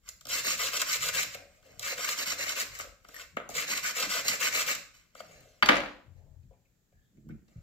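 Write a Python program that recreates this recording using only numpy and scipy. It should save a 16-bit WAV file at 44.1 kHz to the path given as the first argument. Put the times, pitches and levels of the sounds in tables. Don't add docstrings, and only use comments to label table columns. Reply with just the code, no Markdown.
import sys
import numpy as np
from scipy import signal
from scipy.fft import rfft, irfft, next_fast_len
from scipy.io import wavfile
from scipy.ndimage import uniform_filter1d

SR = 44100
rng = np.random.default_rng(int(sys.argv[2]) if len(sys.argv) > 2 else 0)


def to_linear_factor(level_db):
    exponent = np.asarray(level_db, float) / 20
    return 10 ** exponent


def wrap_up_sound(samples):
    columns = np.atleast_2d(samples).T
    tamed = np.clip(columns, -1, 1)
    steps = np.round(tamed * 32767).astype(np.int16)
    wavfile.write(sys.argv[1], SR, steps)


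N = 336040
TIME = np.arange(N) / SR
SIZE = 2 * next_fast_len((N + 2 ** 15) // 2)
HZ = np.maximum(np.fft.rfftfreq(SIZE, 1 / SR), 1)
PLACES = 4

# (frequency [Hz], level [dB per Hz])
BRISTLE_HISS = [(1470, -34.5), (2500, -13), (2660, -1), (3260, -8.5), (4170, -1.5), (4760, -5),
                (5190, -2.5), (6400, -4), (7250, 1), (8000, -7), (9400, -20.5), (10300, -19.5), (13300, -9),
                (15200, -13.5), (16000, -35.5)]
# (frequency [Hz], width [Hz], level [dB])
BENCH_MODES = [(207, 39, -10.5), (296, 22, -6.5), (474, 83, -3), (592, 80, 2.5), (767, 110, -3.5)]


def unit(response):
    return response / np.sqrt(np.mean(np.abs(response) ** 2))


def each(pair):
    return np.array([unit(one) for one in pair])


def gain_at(points):
    hz, db = np.transpose(points)
    return to_linear_factor(np.interp(np.log(HZ), np.log(np.maximum(hz, 1)), db))


def colour(points):
    cepstrum = irfft(np.log(gain_at(points) + 1e-5), SIZE)
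    cepstrum[1:SIZE // 2] *= 2
    cepstrum[SIZE // 2 + 1:] = 0
    return unit(np.exp(rfft(cepstrum)))


def modes(table, spread=1.0, shift=1):
    x = HZ / shift
    lowest_hz, highest_hz = table[0][0], table[-1][0]
    skirts = 1 / (1 + 1j * x / (1.3 * highest_hz)) ** 2 / (1 - 1j * .7 * lowest_hz / x)
    ring = 0
    for k, (hz, width, db) in enumerate(table):
        detuning = (x / hz - hz / x) * hz / (spread * width)
        ring = ring + (-1) ** k * to_linear_factor(db) / (1 + 1j * detuning)
    return unit(skirts * ring)


def through(x, response):
    return irfft(rfft(x, SIZE) * response, SIZE)[..., :N]


def curves(table):
    s, rise_s, fall_s, db, _ = np.transpose(table)[:, :, None]
    t = TIME[::32]
    drop_db = 20 * np.maximum((s - t) / rise_s, (t - s) / fall_s)
    power = to_linear_factor(db - drop_db) ** 2
    return lambda weights: np.interp(TIME, t, np.dot(weights, power))


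def ticks(per_s, scatter_db, flicker_db, flicker_hz):
    slips = (rng.random(N) < per_s / SR) * np.sign(rng.random(N) - .5)
    sizes = to_linear_factor(scatter_db * np.minimum(rng.exponential(size=N), 5.0))
    hold = int(SR / flicker_hz)
    grip = uniform_filter1d(np.repeat(rng.standard_normal(N // hold + 1), hold), hold)[:N]
    x = slips * sizes * to_linear_factor(flicker_db * grip)
    return x / x.std()


def bursts(table, attack_s, decay_s):
    out = np.zeros((len(decay_s), N + SR))
    t = np.arange(SR // 8) / SR
    for s, *levels in table:
        at = int(s * SR)
        for row, db, fall in zip(out, levels, decay_s):
            row[at:at + len(t)] += to_linear_factor(db) * (1 - np.exp(-t / attack_s)) * np.exp(-t / fall)
    return out[:, :N]


def wander(per_s):
    hold = int(SR / per_s)
    pick = np.repeat(rng.integers(0, PLACES, N // hold + 1), hold)[:N]
    chosen = 1. 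* (pick == np.arange(PLACES)[:, None])
    return np.sqrt(np.maximum(uniform_filter1d(chosen, hold), 0))


def alike_bass(pair, corner_hz=450):
    low = 1 / (1 + (HZ / corner_hz) ** 2)
    both = rfft(pair, SIZE)
    return np.array([both[0], np.sqrt(low) * both[0] + np.sqrt(1 - low) * both[1]])


def air():
    # (frequency [Hz], level [dB per Hz])
    hum_hiss = [(12, -27), (20, 3), (182, 0), (367, -11.5), (446, -11), (976, -24), (1810, -18),
                (2080, -23.5), (5850, -23.5), (7310, -16), (8890, -33), (13900, -22.5), (16000, -27.5)]
    noise = irfft(alike_bass(rng.standard_normal((2, N)), 200) * gain_at(hum_hiss), SIZE)[:, :N]
    return to_linear_factor(-72.5) * noise / noise.std()


def pressure(fade_s=.04):
    # (loudest time [s], rise by 20 dB [s], fall by 20 dB [s], thump level [dB], pitch [Hz])
    pushes = [(0.28, .08, .15, -51, 125), (0.54, .15, .2, -54.5, 176), (1.2, .45, .2, -50.5, 150),
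              (1.78, .25, .2, -58, 137), (2.45, .15, .15, -57, 160), (2.66, .3, .3, -56, 84),
              (3.55, .3, .3, -54, 165), (4.04, .04, .15, -48, 250), (4.74, .15, .11, -52, 170),
              (5.3, .25, .45, -61, 150), (5.63, .004, .04, -37, 225), (5.7, .011, .3, -46, 270),
              (5.784, .11, .14, -44, 255), (6.448, .11, .16, -51, 110), (6.936, .026, .14, -54.5, 110),
              (7.186, .085, .055, -52, 200), (7.312, .085, .06, -35.5, 180), (7.4, .05, .45, -60, 200),
              (7.556, .016, .12, -42, 122)]
    # (start [s], end [s], level [dB], pitch [Hz])
    leans = [
        (.02, 2.9, -65, 62),
        (3.02, 4.96, -66, 62),
        (5.2, 5.55, -69, 62),
        (.3, 1.28, -62, 170),
        (1.8, 2.85, -67, 170),
        (3.33, 4.75, -63, 180),
        (6.06, 6.45, -53, 92),
    ]
    mix, push_hz = curves(pushes), np.transpose(pushes)[-1]
    power, pitch = mix(np.ones(len(pushes))), mix(push_hz)
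    for start, end, db, hz in leans:
        resting = 1. * ((TIME >= start) & (TIME < end))
        lean = to_linear_factor(db) ** 2 * np.maximum(uniform_filter1d(resting, int(fade_s * SR)), 0)
        power, pitch = power + lean, pitch + hz * lean
    return np.sqrt(power), pitch / power


def hands():
    # (time [s], left minus right [dB])
    hands_pan = [
        (0, 0.5),
        (6.0, 1.5),
        (6.1, 12),
        (6.5, 2.5),
        (6.9, -3.5),
        (7.62, -5.5),
    ]
    sides = np.array([[1], [-1]])
    gain, hz = pressure()
    pair = gain * (ticks(300, 2.7, 3.0, 12) + 0.36 * ticks(300, 3.0, 3.0, 20) * sides)
    pair = pair * to_linear_factor(np.interp(TIME, *np.transpose(hands_pan)) / 2 * sides)
    out = 0
    for centre_hz in 52 * 2 ** np.arange(0, 2.6, .4):
        share = np.exp(-(np.log2(hz / centre_hz) / .5) ** 2) + 22 / centre_hz
        lump = unit(modes([(centre_hz, centre_hz / 2.15, 0)]) ** 2)
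        out = out + rfft(0.88 * share * pair, SIZE) * lump
    return irfft(out, SIZE)[:, :N]


def slides():
    # (loudest time [s], rise by 20 dB [s], fall by 20 dB [s], bristle level [dB], bench re bristles [dB])
    light_slides = [(0.092, .045, .011, -51, -18), (1.35, .07, .015, -46.5, -14),
                    (1.37, .006, .16, -66, 11), (1.55, .2, .3, -71, 0), (1.65, .03, .55, -65, 4),
                    (1.81, .03, .03, -51, -3), (1.83, .015, .006, -37, -17), (2.755, .07, .11, -47.5, -10),
                    (2.814, .06, .04, -44.5, -12), (2.84, .011, .07, -58, 5), (3.09, .025, .11, -64.5, 0),
                    (3.215, .13, .04, -46.5, -11.5), (3.505, .006, .11, -49, 0),
                    (4.944, .017, .16, -61.5, -11), (5.166, .025, .2, -61.5, 0),
                    (5.206, .04, .02, -54.5, 0), (5.314, .15, .5, -62.5, 2), (6.17, .03, .12, -79, 0),
                    (7.29, .015, .06, -78, 9), (7.478, .006, .9, -78, 4)]
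    mix, bench_db = curves(light_slides), np.transpose(light_slides)[-1]
    tips = np.sqrt(mix(np.ones(len(light_slides))))
    cover = to_linear_factor(.2) * tips
    bench = np.sqrt(mix(to_linear_factor(bench_db) ** 2))
    return np.array([tips, cover, bench])


def contact(table, column):
    blows = np.zeros(N)
    for row in table:
        blows[int(row[0] * SR)] = to_linear_factor(row[column])
    return rfft(blows, SIZE)


def chatter(echo=.64):
    chatter_lags = [.00023, .00052, .0012]
    late = np.exp(-2j * np.pi * HZ * np.array(chatter_lags)[:, None])
    return np.prod((late - echo) / (1 - echo * late), axis=0)


def taps():
    # (time [s], tick [dB], crack [dB], cover [dB], bench [dB])
    light_taps = [(0.081, -44, -58, -58, -70), (0.089, -27, -46, -51, -70), (0.2096, -43, -48, -58, -72),
                  (0.253, -35.5, -40, -51.5, -53), (0.2688, -33.5, -41, -48.5, -51.5),
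                  (1.6262, -57, -63, -67, -70), (1.7945, -28, -36, -59, -52), (2.789, -30, -45, -46, -62),
                  (2.796, -35, -46, -34, -52), (2.8091, -33, -47, -47, -52.5),
                  (3.046, -56, -62, -51, -57.5), (3.0865, -43.5, -64, -51.5, -53),
                  (3.1428, -39, -48, -60, -68), (3.1634, -39, -54, -56, -60), (3.3669, -44, -50, -27, -37),
                  (3.381, -60, -62, -40, -46), (3.398, -64, -64, -42, -50), (3.49, -33, -53, -51, -44),
                  (3.4997, -37, -48, -53, -53), (4.026, -50, -55, -48, -38),
                  (5.1501, -45.5, -65, -48.5, -58), (5.2013, -52.5, -51.5, -41, -48),
                  (5.4063, -50, -65, -67.5, -71.5), (6.9232, -76, -88, -84, -70),
                  (7.1707, -68, -84, -86, -74), (7.2887, -58, -72, -72, -58), (7.481, -74, -63.5, -73, -74)]
    # (time [s], tick [dB], crack [dB], cover [dB], bench [dB])
    bounces = [(5.6249, -33.5, -26, -16, -27), (5.6298, -44, -36, -19, -30),
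               (5.659, -29.5, -24, -36.5, -38.5), (5.6882, -35, -17, -13.5, -21.5),
               (5.6925, -44, -30, -17, -26), (5.6965, -34, -33, -21.5, -29.5), (5.7045, -50, -38, -21, -31),
               (5.712, -52, -40, -24, -33), (5.729, -52, -42, -25, -35), (5.742, -52, -42, -26, -36),
               (5.7198, -49, -42, -23.5, -34), (5.7554, -39, -33, -33, -42), (5.7662, -42, -32.5, -26, -37),
               (5.7815, -50, -44, -32, -46), (5.8031, -48, -45, -33.5, -47), (5.835, -56, -52, -38, -50),
               (5.859, -60, -54, -39, -52), (5.885, -64, -58, -46, -57)]
    # (frequency [Hz], level [dB per Hz])
    knock = [(300, -42), (800, -6.5), (1100, -0.5), (1600, -0.5), (2400, -3.5), (3300, -11), (5000, -26.5),
             (9000, -50.5)]
    # (frequency [Hz], width [Hz], level [dB])
    tapped_modes = [(1249, 170, 0), (1570, 220, -5), (1895, 200, -8), (2223, 220, -8), (2800, 450, -13),
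                    (3830, 900, -26)]
    contacts = light_taps + bounces
    clicks = bursts([row[:2] + row[4:] for row in contacts], 0.00014, [0.0016, .004])
    tick, thud = rfft(clicks * np.sign(rng.standard_normal((2, N))), SIZE)
    edge = 1j * HZ / 4000
    bright = unit(colour(BRISTLE_HISS) * (edge / (1 + edge)) ** 3)
    lag = np.exp(-2j * np.pi * HZ * .0022)
    dropped = to_linear_factor(22.5) * contact(bounces, column=3) * colour(knock)
    crack = to_linear_factor(16.5) * contact(contacts, column=2) * modes([(4300, 2300, 0)])
    tapped = to_linear_factor(21.5) * contact(light_taps, column=3) * modes(tapped_modes) * lag
    blows = (dropped - crack + tapped) * chatter()
    bench = to_linear_factor(7.5) * thud * modes(BENCH_MODES, 2.3)
    out = irfft(to_linear_factor(-1.5) * tick * bright + blows + bench, SIZE)[:N]
    return rfft(wander(6) * (out + pings() + scuffs()), SIZE)


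def strokes(flat=1.67):
    # (start [s], length [s], bristle level [dB], rise over the stroke [dB], cover re its grip [dB])
    brush_strokes = [(0.27, 0.157, -33, 0.5, -1), (0.42, 0.15, -32.5, 0.5, -1.5),
                     (0.564, 0.15, -32.5, -3.6, 0), (0.71, 0.081, -33.5, 4.5, 0),
                     (0.787, 0.054, -33.5, -6, 0), (0.844, 0.14, -32.5, 9, 0), (0.994, 0.12, -32.5, 3.5, 0),
                     (1.116, 0.13, -32, -0.5, 0), (1.821, 0.14, -37.5, -2, 0), (1.95, 0.13, -38.5, 8, 0),
                     (2.062, 0.094, -36, -6.5, 0), (2.153, 0.1, -35.5, 2, 0), (2.247, 0.11, -35.5, -5.3, 0),
                     (2.367, 0.092, -36, 6.5, 0), (2.443, 0.11, -38, 0.5, 0), (2.542, 0.1, -34.5, 8.5, 0),
                     (3.533, 0.128, -37, -1.5, 0), (3.66, 0.087, -35.5, 11.5, 0),
                     (3.74, 0.073, -39.5, -9.5, 0), (3.819, 0.11, -35, -2, 0), (3.935, 0.14, -34.5, 2.5, 0),
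                     (4.076, 0.152, -33, -1.7, -1.5), (4.233, 0.15, -35.5, -7.5, 0),
                     (4.386, 0.12, -31, 1, 0), (4.509, 0.14, -32.5, 2.2, 0), (4.652, 0.095, -33, 1, 0)]
    # (start [s], cover re bristles [dB], bench re bristles [dB])
    grips = [
        (0, -2.5, -17.5),
        (1.5, -2.1, -15.5),
        (3.3, 0.1, -13),
    ]
    out = np.zeros((3, N))
    for s, length, db, rise_db, ring_db in brush_strokes:
        _, cover_db, bench_db = [grip for grip in grips if grip[0] <= s][-1]
        at, along = int(s * SR), np.linspace(0, 1, int(length * SR))
        speed = np.tanh(2.28 * np.abs(np.sin(np.pi * along)) ** flat)
        parts_db = np.array([[0], [cover_db + ring_db], [bench_db]])
        out[:, at:at + len(along)] += speed * to_linear_factor(db + rise_db * (along - .5) + parts_db)
    return out


def brush():
    # (time [s], bristle level [dB], cover level [dB])
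    catches = [(0.4449, -27, -32), (0.465, -26, -32), (0.5926, -30, -31), (0.7328, -29, -34),
               (1.1463, -29, -34), (1.8492, -34, -38), (1.977, -35, -38), (2.1755, -33, -38),
               (2.2688, -30, -36), (2.3885, -33, -38), (2.4658, -32, -38), (2.5641, -33, -38),
               (3.7313, -27, -33), (3.8331, -34, -38), (3.9603, -31, -35), (4.2471, -30, -34),
               (4.4013, -31, -35), (4.525, -32, -36), (0.7677, -20, -39), (0.8151, -17.5, -18.5),
               (0.928, -19.5, -28), (1.0857, -21.5, -24), (1.2294, -20.5, -27), (1.3453, -35, -35.5),
               (1.9194, -32, -37), (2.043, -26, -29), (2.0872, -22.5, -30), (2.3194, -26.5, -30),
               (2.4903, -20, -39), (2.598, -24, -44.5), (3.5497, -27, -31), (3.578, -29, -28),
               (3.7738, -22.5, -29), (4.0003, -22, -30.5), (4.024, -25, -32), (4.1114, -27.5, -34),
               (4.2807, -14, -33.5), (4.2921, -21.5, -29), (4.3307, -26, -26.5), (4.426, -28, -31),
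               (4.548, -26, -31), (4.6094, -24, -27.5), (4.7478, -24.5, -37.5)]
    # (frequency [Hz], width [Hz], level [dB])
    cover_modes = [(1079, 120, -8.5), (1276, 80, -1.5), (1585, 70, 0), (2180, 161, 1), (2650, 140, -1),
                   (3294, 65, -9)]
    jolts = [(*row, -43) for row in catches]
    drive = np.hypot(strokes() + slides(), bursts(jolts, 0.0014, [.004, .006, .012]))
    slips = [ticks(10000, 3.3, 1.2, 250), ticks(16000, 2.5, 1.8, 150),
             ticks(6000, 3.04, 1.5, 80), ticks(2000, 2.2, 1.6, 30)]
    drive = drive[[0, 0, 1, 2]] * slips
    hiss, out = colour(BRISTLE_HISS), []
    fine = 1 / (1 + (9800 / HZ) ** 12)
    for share, shift in zip(wander(35), 1 + .07 * rng.uniform(-1, 1, PLACES)):
        tips, points, tufts, rocking = rfft(share * drive, SIZE)
        scrub = (tips * np.sqrt(1 - fine) + points * np.sqrt(fine)) * hiss
        cover = to_linear_factor(-.8) * tufts * modes(cover_modes, 2.6, shift)
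        bench = to_linear_factor(-1.2) * rocking * modes(BENCH_MODES, 1.3, shift)
        out.append(scrub + cover + bench)
    return np.array(out)


def squeaks(waver_hz=60):
    # (start [s], length [s], from [Hz], to [Hz], level [dB])
    glides = [(1.475, .07, 8250, 8200, -82), (1.53, .08, 8300, 8750, -88), (1.55, .07, 2380, 2460, -81),
              (1.73, .06, 8550, 8000, -87), (5.33, .1, 2600, 3000, -80), (5.43, .06, 10900, 11500, -88),
              (5.49, .06, 11400, 10700, -86), (3.42, .07, 9500, 10400, -92), (5.27, .16, 6650, 6560, -74),
              (5.24, .17, 9000, 9950, -86), (5.45, .12, 6480, 5850, -75), (5.46, .14, 4500, 4000, -80)]
    out, waver = np.zeros(N), uniform_filter1d(rng.standard_normal(N), SR // 200)
    waver = waver_hz * waver / waver.std()
    for s, length, from_hz, to_hz, db in glides:
        at, along = int(s * SR), np.linspace(0, 1, int(length * SR))
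        hz = from_hz + (to_hz - from_hz) * along + waver[at:at + len(along)]
        swell = 2 * np.sqrt(np.abs(np.sin(np.pi * along)))
        out[at:at + len(along)] += to_linear_factor(db) * swell * np.sin(2 * np.pi * np.cumsum(hz) / SR)
    grip = uniform_filter1d(rng.standard_normal(N), SR // 60)
    return out * to_linear_factor(3.0 * grip / grip.std() - 1.5)


def pings():
    # (time [s], frequency [Hz], level [dB], decay by 60 dB [s])
    free_rings = [(3.143, 1870, -40, .04), (3.164, 1850, -36, .04), (3.369, 6700, -60, .12),
                  (3.143, 11700, -52, 0.12), (5.175, 4600, -58.5, 0.14), (5.196, 4600, -47, 0.057),
                  (5.626, 4592, -31.5, 0.19), (5.626, 9300, -50.5, .06), (5.626, 11700, -52, 0.088),
                  (5.626, 13500, -47.5, 0.065), (5.662, 6650, -41.5, .1), (5.768, 6650, -42, 0.07),
                  (5.803, 6100, -51, .05), (5.165, 11800, -70, .08), (5.18, 13300, -66, .05),
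                  (5.195, 13300, -67, .05), (5.7, 11700, -56, .1), (5.835, 13400, -65, .07),
                  (5.845, 6650, -60, .08)]
    out, t = np.zeros(N), np.arange(SR // 4) / SR
    for s, hz, db, t60 in free_rings:
        at = int(s * SR)
        out[at:at + len(t)] += to_linear_factor(db) * np.sin(2 * np.pi * hz * t) * np.exp(-np.log(1000) * t / t60)
    return out


def scuffs():
    # (start [s], length [s], frequency [Hz], width [Hz], level [dB])
    rubs = [(6.508, 0.034, 550, 300, -64.5), (6.535, 0.022, 844, 299, -70),
            (6.923, 0.15, 1700, 119.9, -76.5), (7.288, .03, 1600, 450, -62), (6.425, .018, 2400, 300, -84),
            (6.428, .012, 4200, 600, -80), (6.517, .035, 2350, 300, -78), (6.648, .025, 2370, 300, -76),
            (6.922, .014, 2300, 400, -72), (7.168, .016, 2300, 350, -77), (7.304, .02, 1950, 800, -60),
            (7.315, .05, 1400, 260, -72), (7.015, .15, 3450, 500, -88), (7.537, 0.13, 1386, 250, -77.5),
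            (7.552, 0.11, 2220, 199, -81), (6.15, 0.31, 600, 300, -74.5)]
    out, grit = np.zeros(N + SR), ticks(3700, 2.2, 1.8, 69)
    for s, length, hz, width, db in rubs:
        at = int(s * SR)
        along = np.arange(int(length * SR) + SR // 50) / (length * SR)
        swell = np.abs(np.sin(np.pi * np.minimum(along, 1) ** 0.43))
        rub = swell * np.resize(grit[at:], len(along))
        band = signal.butter(2, [hz - width / 2, hz + width / 2], "bandpass", fs=SR, output="sos")
        out[at:at + len(along)] += to_linear_factor(db) * np.sqrt(SR / 2 / width) * signal.sosfilt(band, rub)
    return out[:N]


def near():
    t = np.arange(int(.03 * SR)) / SR
    early = (rng.random((2, len(t))) < .1) * rng.standard_normal((2, len(t))) * np.exp(-t / .003)
    lag_s = np.array([[0], [.00023 + .00005 * rng.standard_normal()]])
    return np.exp(-2j * np.pi * HZ * lag_s) + to_linear_factor(0.5) * each(alike_bass(early, 500))


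def room():
    # (frequency [Hz], decay by 60 dB [s])
    room_decay = [(100, .6), (500, .5), (2000, 0.44), (6000, .44), (14000, 0.34)]
    t = np.arange(2 ** 15) / SR
    hz, t60 = np.transpose(room_decay)
    noise = rfft(rng.standard_normal((2, len(t))))
    bins, tail = np.fft.rfftfreq(len(t), 1 / SR) + 1, 0
    for centre_hz in 65.0 * 2 ** np.arange(9):
        octave = np.cos(np.pi / 2 * np.clip(np.log2(bins / centre_hz), -1, 1)) ** 2
        decay_s = np.interp(np.log(centre_hz), np.log(hz), t60)
        tail = tail + irfft(noise * octave) * np.exp(-np.log(1000) * t / decay_s)
    return to_linear_factor(-5.7) * each(alike_bass(tail * np.minimum(t / 0.007, 1)))


def scene():
    places = to_linear_factor(-2.5) * (brush() + taps())
    heard = sum(one * near() for one in places) + places.sum(axis=0) * room()
    return irfft(heard, SIZE)[:, :N] + hands() + air() + squeaks()


def band_limit(x):
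    return signal.sosfilt(signal.butter(12, 16810, fs=SR, output="sos"), x)


def record(dry):
    # (frequency [Hz], left minus right [dB])
    left_tilt = [(40, 7), (100, 5.5), (200, 2.5), (400, .1), (700, 2.2), (1300, 1.2), (2000, 1),
                 (4000, -4.5), (8000, .3), (15000, -1.8)]
    tilt = np.sqrt(gain_at(left_tilt))
    top = 1 / (1 + (HZ / 15950) ** 120)
    rounded = np.tanh(1.1 * dry) / 1.1
    mix = through(rounded, top * np.array([tilt, 1 / tilt]))
    return band_limit(mix)


dry = scene()
out = record(dry)
wrap_up_sound(out)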